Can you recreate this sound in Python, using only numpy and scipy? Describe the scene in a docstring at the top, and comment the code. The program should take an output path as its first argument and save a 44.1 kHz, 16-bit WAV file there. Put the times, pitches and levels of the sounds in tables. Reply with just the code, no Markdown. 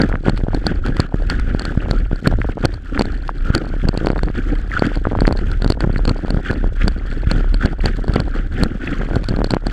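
"""Open, choppy water, on a tube towed fast behind a motorboat; one microphone in a waterproof case.
Wind shakes the case with a deep flutter. Just below, the wake surges with each wave and hushes with
each skip, boxy through the case. Right at the microphone water slaps the case, hard jolts make it
click and drops plop on it; the loudest blows overload the microphone and the gain ducks briefly."""
import sys
import numpy as np
from scipy import signal
from scipy.fft import rfft, irfft, next_fast_len
from scipy.io import wavfile
from scipy.ndimage import uniform_filter1d, minimum_filter1d, map_coordinates

SR = 44100
rng = np.random.default_rng(int(sys.argv[2]) if len(sys.argv) > 2 else 0)


def master(y):
    """Save y as 16-bit WAV."""
    cut = np.clip(np.atleast_2d(y).T, -1, 1)
    pcm = np.round(cut * 32767)  # scale
    wavfile.write(sys.argv[1], SR, pcm.astype(np.int16))


N = 428652

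# The tube ploughs into a wave. Each row: start and length in seconds, spray and churning in relative dB.
WAVES = [(0.0, 0.04, -27.5, -18.5), (0.252, 0.04, -30.5, -20.5), (0.537, 0.034, -37.5, -20.5),
         (0.663, 0.044, -31, -21.5), (0.844, 0.045, -33.5, -22), (0.952, 0.084, -35, -27.5),
         (1.302, 0.056, -30.5, -21.5), (1.477, 0.03, -36, -23), (1.59, 0.14, -36.5, -33),
         (1.821, 0.18, -39.5, -29), (2.254, 0.015, -27.5, -16.5), (2.63, 0.011, -35, -25),
         (2.944, 0.061, -34, -20), (3.048, 0.087, -40.5, -33), (3.452, 0.045, -33.5, -39),
         (3.542, 0.015, -26, -16), (3.83, 0.017, -37, -41), (3.965, 0.081, -38.5, -30),
         (4.353, 0.036, -33, -26.5), (4.456, 0.085, -37, -24.5), (4.73, 0.05, -29, -31),
         (4.839, 0.02, -23, -15.5), (5.182, 0.09, -42, -31), (5.378, 0.16, -41, -29.5),
         (5.606, 0.1, -49, -28.5), (5.797, 0.029, -35, -25), (6.083, 0.02, -36, -20.5),
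         (6.224, 0.12, -48, -29), (6.456, 0.046, -28.5, -21), (6.76, 0.006, -32, -55),
         (6.812, 0.023, -29.5, -26.5), (7.053, 0.17, -43.5, -33.5), (7.299, 0.012, -26, -20.5),
         (7.333, 0.078, -33.5, -26.5), (7.624, 0.037, -27, -22), (7.846, 0.041, -28, -21),
         (8.141, 0.058, -32.5, -23.5), (8.345, 0.058, -35.5, -24.5), (8.535, 0.05, -35.5, -29.5),
         (8.597, 0.055, -30.5, -18.5), (8.818, 0.23, -35, -27.5), (9.099, 0.08, -37.5, -26),
         (9.283, .11, -46, -33.5), (9.5, 0.035, -41, -24.5), (9.679, 0.072, -40.5, -28.5)]
# Spray as heard inside the case. Each row: frequency in Hz, relative density in dB.
SPRAY = [(500, -12.5), (1000, -15), (1220, 1), (1430, 8.5), (1720, 3.5), (2150, -11), (2700, -14),
         (3350, -8.5), (3900, -23.5), (4400, -17.5), (5500, -27.5), (7800, -27.5), (11500, -69),
         (14500, -101)]
SKIP_DB = -8.5  # dip of spray and ticks while the tube is clear of the water


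def amp(db):
    """Decibels to gain."""
    return 10 ** (np.asarray(db) / 20)


def unit(x):
    """Scale to rms 1."""
    return x / np.sqrt(np.mean(x ** 2) + 1e-20)


def curve(rows):
    """Join (seconds, value) points into one value per sample."""
    return np.interp(np.arange(N) / SR, *np.transpose(rows))


def wobble(rate):
    """A smooth random curve, rate knots a second."""
    coarse = np.arange(0, N, 12)
    knots = rng.standard_normal(int(N * rate / SR) + 4)
    return np.interp(np.arange(N), coarse, map_coordinates(knots, [coarse * rate / SR]))


def hiss(rate, ragged_db):
    """White noise whose level flickers at the given rate."""
    return rng.standard_normal(N) * amp(ragged_db * wobble(rate))


def filtered(x, response):
    """Filter x by a gain given as a function of Hz."""
    size = next_fast_len(N + SR // 2)
    return irfft(rfft(x, size) * response(np.fft.rfftfreq(size, 1 / SR)), size)[:N]


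def coloured(x, spectrum):
    """x shaped by (Hz, dB) points on a log axis, at rms 1."""
    points_hz, db = np.transpose(spectrum)
    return unit(filtered(x, lambda hz: amp(np.interp(np.log(hz + 1), np.log(points_hz), db))))


def dulled(x, corner_hz):
    """Low-pass, 12 dB an octave."""
    return filtered(x, lambda hz: 1 / np.sqrt(1 + (hz / corner_hz) ** 4))


def wandering(x, depth, rate):
    """The pitch of everything in x drifts up and down by a share depth."""
    return map_coordinates(x, [np.arange(N) + np.cumsum(depth * wobble(rate))], mode="mirror")


def add(track, start, sound):
    """Mix a sound into the track from start seconds."""
    at = round(start * SR) + np.arange(len(sound))
    inside = (at >= 0) & (at < N)
    track[at[inside]] += sound[inside]


def scatter(rate):
    """Random moments, rate a second. Each row: sample, size and shape, both from -1 to 1."""
    rows = rng.random((3000, 3))[:int(rate * N / SR)]
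    return [(int(at * N), 2 * size - 1, 2 * shape - 1) for at, size, shape in rows]


def skipping(fade_s=0.0059):
    """How far the tube is out of the water, 0-1."""
    # The tube skips clear. Each row: start and length in seconds.
    skips = [(0.159, 0.08), (0.422, 0.08), (0.798, 0.037), (1.072, 0.08), (2.069, 0.034), (2.208, 0.028),
             (2.54, 0.026), (2.781, 0.056), (3.316, 0.024), (4.319, 0.015), (5.002, 0.032), (5.752, 0.051),
             (6.682, 0.085), (7.738, 0.064), (8.48, 0.029), (9.586, 0.054)]
    t, clear = np.arange(N) / SR, np.zeros(N)
    for start, length in skips:
        end = start + length
        clear += np.interp(t, [start - fade_s, start, end, end + fade_s], [0, 1, 1, 0])
    return clear


def wind(db=-1.74, evenness=0.57, gust_db=2.5, skip_db=-4):
    """Eddies shed by the case give a deep flutter that wavers with the gusts."""
    # Airflow round the case. 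Each row: time in seconds, relative level in dB.
    airflow = [(0, -17), (1.3, -16.5), (2.13, -15), (2.22, -31), (2.33, -12.5), (2.57, -26.5),
               (2.67, -16.5), (2.87, -23), (2.97, -13), (3.2, -21.5), (3.5, -17.5), (6.32, -16),
               (6.42, -27), (6.54, -15.5), (8.64, -16), (8.93, -23), (9.0, -14.5), (9.72, -20)]
    # The flutter inside the case. Each row: frequency in Hz, relative density in dB.
    flutter = [(12, -22.5), (24, -8), (31, -9), (35, 4), (44, -11), (65, -15.5), (110, -23.5), (600, -120)]
    eddies = coloured(rng.standard_normal(N), flutter)
    swell = uniform_filter1d(np.abs(signal.hilbert(eddies)), size=3000)
    evened = unit(eddies / swell ** evenness)  # shedding partly evens out its own swells
    gusts_db = gust_db * wobble(rate=9) + skip_db * skipping()
    return amp(curve(airflow) + gusts_db + db) * evened


def swells(peaks_db, calm_db, linger_db, lag_s=0):
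    """The wake's level in dB: each wave rises from the calm, holds, drops and leaves lingering foam."""
    attack_s, release_s, linger_s = 0.023, 0.027, 0.17  # each for a change of 20 dB
    t = np.arange(0, N, 32) / SR
    power = amp(calm_db) ** 2
    for (start, length, *_), peak_db in zip(WAVES, peaks_db):
        before = np.maximum(start + lag_s - t, 0)
        after = np.maximum(t - start - lag_s - length, 0)
        fall_db = np.maximum(-20 * after / release_s, linger_db - 20 * after / linger_s)
        power = power + amp(peak_db - 20 * before / attack_s + fall_db) ** 2
    return np.interp(np.arange(N) / SR, t, 10 * np.log10(power))


def chop(spatter_follows=0.56, usual_db=-30, churn_skip_db=-7):
    """Spray, churning and spatter in dB: a wave sprays first, then churns and flings more water."""
    # Small drops and lumps flying at the case. Each row: time in seconds, relative level in dB.
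    spatter = [(0, -31.5), (.9, -47.5), (1.4, -43.5), (2.1, -40), (2.45, -19.5), (2.85, -55.5),
               (3.75, -38.5), (4.1, -23), (4.5, -55), (5.0, -35), (5.28, -13), (5.48, -53), (5.85, -32.5),
               (6.3, -36.5), (7.1, -42.5), (8.15, -35.5), (8.55, -57.5), (9.4, -30), (9.72, -44)]
    _, _, sprays_db, churns_db = np.transpose(WAVES)
    clear = skipping()
    surge_db = swells(sprays_db, calm_db=-44.5, linger_db=-7.5) + SKIP_DB * clear
    churning_db = swells(churns_db, calm_db=-37, linger_db=-7.0, lag_s=0.011) + churn_skip_db * clear
    spatter_db = curve(spatter) + spatter_follows * (churning_db - usual_db)
    return surge_db, churning_db, spatter_db


def fizz(count=4000, centre_hz=2200, pitch_spread=0.378, cycles=5, spread_db=3):
    """A cloud of tiny ringing bubbles in the foam, at rms 1."""
    at, pitch, size = rng.random(count), rng.standard_normal(count), rng.exponential(size=count)
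    n = np.arange(SR // 70)
    turns = centre_hz * np.exp(pitch_spread * pitch)[:, None] * n / SR
    gains = amp(spread_db * np.minimum(size, 3))[:, None]
    rings = gains * turns * np.exp(-2 * turns / cycles) * np.sin(2 * np.pi * turns)
    samples = (at * N).astype(int)[:, None] + n
    return unit(np.bincount(samples.ravel(), rings.ravel(), N)[:N])


def wake(surge_db, churning_db, spray_db=1.05, sheet_db=-35.5, churn_db=1.1, uneven_db=1):
    """Foam fizzes and hisses in uneven surges of shifting pitch while water churns under the tube."""
    # A torn sheet of water, and the churning. Each row: frequency in Hz, relative density in dB.
    sheet_spectrum = [(600, -55.5), (1700, 15), (3400, 4.5), (4000, -17), (7000, -29), (16000, -98)]
    churn_spectrum = [(35, -16), (70, -7.5), (110, 0), (190, -2), (285, 1), (380, -8), (520, -13),
                      (650, -22), (800, -20), (1100, -68.5), (6000, -120)]
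    foam = hiss(rate=200, ragged_db=3.8) + .35 * fizz()
    spray_gain = amp(surge_db + spray_db + uneven_db * wobble(rate=31))
    spray = spray_gain * wandering(coloured(foam, SPRAY), depth=.025, rate=12)
    # a strong surge tears off a brighter, grittier sheet of water
    sheet_gain = amp(1.02 * (surge_db + 28.0) + sheet_db)
    sheet = sheet_gain * coloured(hiss(rate=130, ragged_db=10.5), sheet_spectrum)
    churn = amp(churning_db + churn_db) * coloured(hiss(rate=80, ragged_db=5), churn_spectrum)
    return spray + sheet + churn


def plop(hz, cycles, rise=0.0081):
    """A strongly damped bubble: soft start, pitch rising as it nears the surface."""
    turns = hz * np.arange(SR // 60) / SR
    age = turns / cycles  # loudest at 1
    envelope = age ** 2 * np.exp(2 * (1 - age))
    return envelope * np.sin(2 * np.pi * turns * (1 + rise * np.tanh(age / 2)))


def burble(surge_db, db=-1, spread_db=5, centre_hz=2400, tilt_db=2):
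    """Larger bubbles chirp in each surge, the low ones loudest."""
    out = np.zeros(N)
    for i, size, pitch in scatter(rate=70):
        gain = amp(surge_db[i] + db + spread_db * size - tilt_db * pitch)
        add(out, i / SR, gain * plop(centre_hz * np.exp(.35 * pitch), cycles=1.97))
    return out


def mist(surge_db, db=-32, follows=0.57):
    """Fine droplets crackle on the case all the time, swelling less than the spray."""
    # The droplets' crackle. Each row: frequency in Hz, relative density in dB.
    spectrum = [(600, -0.5), (1500, 6), (3600, 6), (4450, 2), (5300, -0.5), (8000, -3.5), (10000, -14.5),
                (12500, -15.5), (16000, -42)]
    return amp(follows * surge_db + db) * coloured(hiss(rate=280, ragged_db=6), spectrum)


def push(t, width_s, steep, fall=1.75):
    """A pressure pulse peaking near t = 0: quick rise, slower release."""
    age = np.clip(t / width_s + .25, -20, 40)
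    pulse = np.exp(-fall * age) / (1 + np.exp(-steep * age)) ** 2
    return pulse / pulse.max()


def slap(width_s, rebound=0.67, spread=3.75, steep=7.64):
    """A lump of water presses on the case, which flexes back; centred 20 ms in."""
    t = np.arange(SR // 25) / SR - .02
    taper = np.hanning(len(t))
    pulse = taper * push(t, width_s, steep)
    flex = taper * np.exp(-(t / (spread * width_s)) ** 2)
    return pulse - rebound * flex * pulse.sum() / flex.sum()


def glug(width_s):
    """A small lump lands softly and springs straight back: round and faintly pitched."""
    return slap(width_s, rebound=0.96, spread=2.1, steep=4.3)


def slaps(spatter_db, big_db=1, tug_db=4, small_db=27, spread_db=6, small_limit=.45, grit_db=-24):
    """Big lumps of water hit the case, tug at it and burst into grit, in a dull patter of small ones."""
    # Lumps hitting the case. Each row: time in seconds, relative peak in dB, width in seconds.
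    lumps = [(.016, -3.5, 0.0015), (.284, 9.5, 0.0011), (0.4374, -4, 0.0026), (.485, -4.5, 0.0017),
             (.998, 4, 0.0018), (1.144, -0.5, 0.0021), (1.549, -0.5, 0.0018), (1.776, 2, .0029),
             (2.131, -3, 0.0023), (2.272, 2, 0.0011), (2.326, -11, .0014), (2.497, -7, 0.0033),
             (2.65, 5, 0.00083), (3.011, 15, 0.00056), (3.504, 3, 0.0034), (3.854, -2.5, 0.0048),
             (3.8916, 2.5, 0.0017), (4.0706, 15, 0.00052), (4.103, 5.5, 0.001), (4.132, -7.5, 0.0013),
             (4.302, -8.5, 0.0019), (4.8233, 7.5, 0.00096), (5.071, 0, 0.001), (5.12, -5.5, 0.0012),
             (5.189, -6, 0.00055), (5.22, 3, 0.0013), (5.2789, 12.5, 0.00074), (5.3106, -1.5, 0.00079),
             (5.663, 2.5, 0.0017), (5.844, -1, .0017), (5.875, -4, 0.0023), (5.903, -4.5, 0.0032),
             (5.963, -6, 0.0027), (6.081, -3, 0.0018), (6.113, -3, 0.002), (6.346, -4, 0.002),
             (6.373, -3.5, 0.003), (6.507, -0.5, 0.0024), (6.643, -5.5, 0.0012), (6.845, -1, 0.004),
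             (6.873, -5, .0023), (7.273, -1, 0.0047), (7.65, 1.5, 0.0035), (8.097, -1.5, 0.0046),
             (8.162, 6.5, 0.00084), (8.627, -0.5, 0.0022), (9.1672, 1, 0.0018), (9.31, -4, 0.0027),
             (9.34, -5.5, 0.0021), (9.39, -4, 0.0013), (9.4179, -2.5, 0.00076), (9.538, 10.5, 0.00072),
             (9.568, 1, 0.00076)]
    # Short knocks as water tears away. Each row: time in seconds, relative strength in dB.
    tugs = [(0.005, -1.5), (.14, -9), (0.264, -3.5), (2.114, -11.5), (2.338, -11.5), (2.639, -4.5),
            (3.739, -12), (3.877, -11.5), (4.047, -6), (4.8217, -4.5), (4.972, -11), (6.248, -11.5),
            (7.842, -10.5), (9.111, -11), (9.37, -11), (9.405, -8.5)]
    big, small = np.zeros(N), np.zeros(N)
    for at, peak_db, width_s in lumps:
        add(big, at - .02, amp(peak_db + big_db) * slap(width_s))
    for at, pull_db in tugs:
        add(big, at - .019, -np.tanh(amp(pull_db + tug_db)) * slap(width_s=0.0013))
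    for i, size, shape in scatter(rate=48):
        peak = small_limit * np.tanh(amp(spatter_db[i] + small_db + spread_db * size) / small_limit)
        sign = rng.choice([-1, -1, 1])
        add(small, i / SR - .02, sign * peak * glug(width_s=0.0011 * np.exp(.8 * shape)))
    grit = amp(grit_db) * big.std() * coloured(big * rng.standard_normal(N), SPRAY)
    return dulled(big, corner_hz=3200) + dulled(small, corner_hz=1200) + grit


def click(db, tuning=1, decay_power=1.75, attack_s=0.00042):
    """The case rings a little differently with each jolt; the ring holds briefly, then dies away fast."""
    # Hard plastic ringing. Each row: frequency in Hz, relative level in dB, seconds to fall 60 dB.
    modes = [(1477, -8, 0.0081), (3260, -15, 0.0045), (4180, -11.5, .005), (4404, -1, 0.0065),
             (7200, -18, 0.0054), (7850, -10.5, 0.0031)]
    t = np.arange(SR // 60) / SR
    variations = rng.normal([0, 1], [2, .008], (len(modes), 2))
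    ring = np.zeros(len(t))
    for (hz, mode_db, t60), (vary_db, detune) in zip(modes, variations):
        envelope = amp(mode_db + vary_db - 60 * (t / t60) ** decay_power)
        ring += envelope * np.sin(2 * np.pi * hz * detune * tuning * t)
    return amp(db) * ring * (1 - np.exp(-t / attack_s))


def jolts(spatter_db, click_db=4, lead_in_db=-11, snap_db=8, tick_db=-13, spread_db=7):
    """Jolts click the case and thud twice, quickly and unevenly; flying water snaps and ticks on it."""
    # Jolts to the case. Each row: time in seconds, ring and thud in relative dB.
    blows = [(0.017, -15.5, -9), (.296, -15, 0), (0.547, -24.5, -3), (.667, -13.5, -1.5),
             (.884, -34, -15.5), (1.002, -12, -3), (1.3, -16, -29), (1.595, -17.5, -16), (1.62, -28, -15.5),
             (1.653, -19, -13), (1.911, -16.5, -1.5), (2.159, -34, -22), (2.274, -7, 5), (2.654, -8, 5.5),
             (2.741, -32.5, -18), (2.994, -15, 0), (3.02, -17, -9), (3.055, -28, -10), (3.55, -6, -0.5),
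             (3.579, -19.5, -16), (3.887, -17.5, -20), (3.975, -19.5, -2.5), (4.06, -27, -20),
             (4.086, -26.5, -17), (4.117, -28.5, -25), (4.18, -37, -9), (4.233, -22.5, -3),
             (4.794, -22.5, -7.5), (4.854, -26, -16), (4.956, -26, -20), (5.206, -20, -21),
             (5.27, -17, -27), (5.289, -29, -6), (5.325, -22.5, -5), (5.372, -29.5, -27),
             (5.39, -33.5, -13), (5.621, -23.5, -8), (5.645, -21.5, -3.5), (5.677, -25, -23),
             (5.702, -10, 8.5), (5.722, -17.5, -6), (5.806, -19, -11), (5.981, -29.5, -28),
             (6.053, -21, -8), (6.077, -21, -18), (6.094, -17.5, -7.5), (6.305, -22.5, -4.5),
             (6.88, -13.5, -3), (7.314, -15, -6), (7.543, -23, -8), (7.658, -20, 1), (7.858, -14.5, -1.5),
             (8.041, -34, -15), (8.081, -27.5, -7), (8.137, -25.5, -19), (8.158, -23, -6),
             (8.202, -18, -4.5), (8.635, -8, 2.5), (9.157, -23, -9), (9.287, -18.5, -6),
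             (9.293, -31.5, -18), (9.363, -29.5, -14), (9.444, -18.5, 0), (9.507, -14, -17),
             (9.518, -28, -17), (9.668, -20.5, -4)]
    # Fast droplets snapping on the case. Each row: time in seconds, relative peak in dB.
    snaps = [(.376, -26), (0.863, -27.5), (.968, -30), (1.398, -28), (3.279, -30.5), (4.866, -28),
             (5.516, -26.5), (6.512, -24), (9.241, -25), (9.545, -25.5)]
    # The crack of a hit. Each row: frequency in Hz, relative density in dB.
    crack_spectrum = [(300, -1.5), (900, 16), (2500, 7), (4500, 7), (6300, -10), (8500, -8.5), (12000, -21),
                      (16000, -47.5)]
    thud_width_s, crack_t60, lead_in_s, margin_s = 0.0012, 0.0083, 0.015, .05
    knocks, envelope = np.zeros(N), np.zeros(N)
    t = np.arange(SR // 10) / SR - margin_s
    crack = (t > 0) * amp(-60 * np.abs(t) / crack_t60)
    # a faint hiss swells just before each jolt's crack
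    lead_in = (t < 0) * amp(lead_in_db - 60 * np.abs(t) / lead_in_s)
    for (at, ring_db, thud_db), (late, shape) in zip(blows, rng.random((len(blows), 2))):
        thud = -amp(thud_db) * slap(thud_width_s * np.exp((shape - .5) / 2), rebound=0.43)
        add(knocks, at, click(ring_db + click_db))
        add(knocks, at - .0193, thud)
        add(knocks, at - .0185 + .003 * late, (shape - .5) * thud)
        add(envelope, at - margin_s, amp(ring_db) * (crack + lead_in))
    for at, peak_db in snaps:
        add(envelope, at - margin_s, amp(peak_db + snap_db) * crack)
    clear = skipping()
    for i, size, hardness in scatter(rate=55):
        drop_db = min(0.5 * spatter_db[i] + tick_db + spread_db * size, -34) + SKIP_DB * clear[i]
        # only the harder drops ring the case
        add(knocks, i / SR, max(hardness, 0) * click(drop_db, tuning=1 - .02 * size))
        add(envelope, i / SR - margin_s, .5 * amp(drop_db) * crack)
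    cracks = envelope * hiss(rate=1200, ragged_db=3)
    return knocks + cracks.std() * coloured(cracks, crack_spectrum)


def drops():
    """Drops plop on the case; a few ring on in longer bursts near 1.4 kHz."""
    # The plops. Each row: time in seconds, peak in dB, pitch in Hz, cycles until loudest.
    plops = [(.127, -11.5, 1570, 0.84), (0.156, -10, 1450, 0.68), (.469, -16.5, 624, .7),
             (0.534, -14.5, 740, .7), (1.125, -20.5, 735, .8), (1.223, -17.5, 513, 0.74),
             (2.2607, -9.5, 1480, 1.7), (2.417, -8.5, 1700, 0.83), (2.977, -6.5, 1570, .9),
             (3.2931, -5.5, 1010, 0.62), (3.5398, -15, 1460, 3), (4.161, -14, 1300, .8),
             (4.192, -12.5, 1490, 0.79), (4.286, -14.5, 1330, 0.42), (4.717, -14.5, 1840, 2),
             (4.767, -11, 1410, 2.3), (4.771, -10.5, 1390, 3.5), (5.0537, -7.5, 1280, 0.92),
             (5.153, -5.5, 780, 0.45), (5.2536, -8, 1650, 0.93), (5.84, -13.5, 1470, 0.86),
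             (5.961, -11.5, 1700, 0.86), (6.501, -14, 1640, 2.3)]
    out = np.zeros(N)
    for at, peak_db, hz, cycles in plops:
        add(out, at - 1 / hz, amp(peak_db) * plop(hz, cycles))
    return out


def scene():
    """Everything reaches the one microphone from close by, through the case."""
    surge_db, churning_db, spatter_db = chop()
    blows = slaps(spatter_db) + jolts(spatter_db) + drops()
    return (wind() + wake(surge_db, churning_db) + burble(surge_db) + mist(surge_db) + blows)[None]


def record(dry, threshold=0.94, duck_db=6, attack_s=0.0012, recover_s=0.032, limit=2.3, top_hz=16000):
    """The gain ducks briefly after each overload; a fast limiter and a soft ceiling hold the peaks."""
    mic = dry[0]
    t = np.arange(SR // 5) / SR
    overload = np.clip(np.abs(mic) - threshold, 0, 1 / 2)
    held = -minimum_filter1d(-overload, size=200, origin=99)  # running peak
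    duck_shape = (1 - np.exp(-t / attack_s)) * np.exp(-t / recover_s)
    ducked = mic * amp(-duck_db * signal.fftconvolve(held, duck_shape)[:N] / 200)
    limiter_gain = minimum_filter1d(1 / np.maximum(np.abs(ducked) / limit, 1), size=81)
    limited = ducked * uniform_filter1d(uniform_filter1d(limiter_gain, size=41), size=41)
    squashed = limited / (1 + limited ** 6) ** (1 / 6)
    return filtered(squashed, lambda hz: hz < top_hz)[None]


dry = scene()
out = record(dry)
master(out)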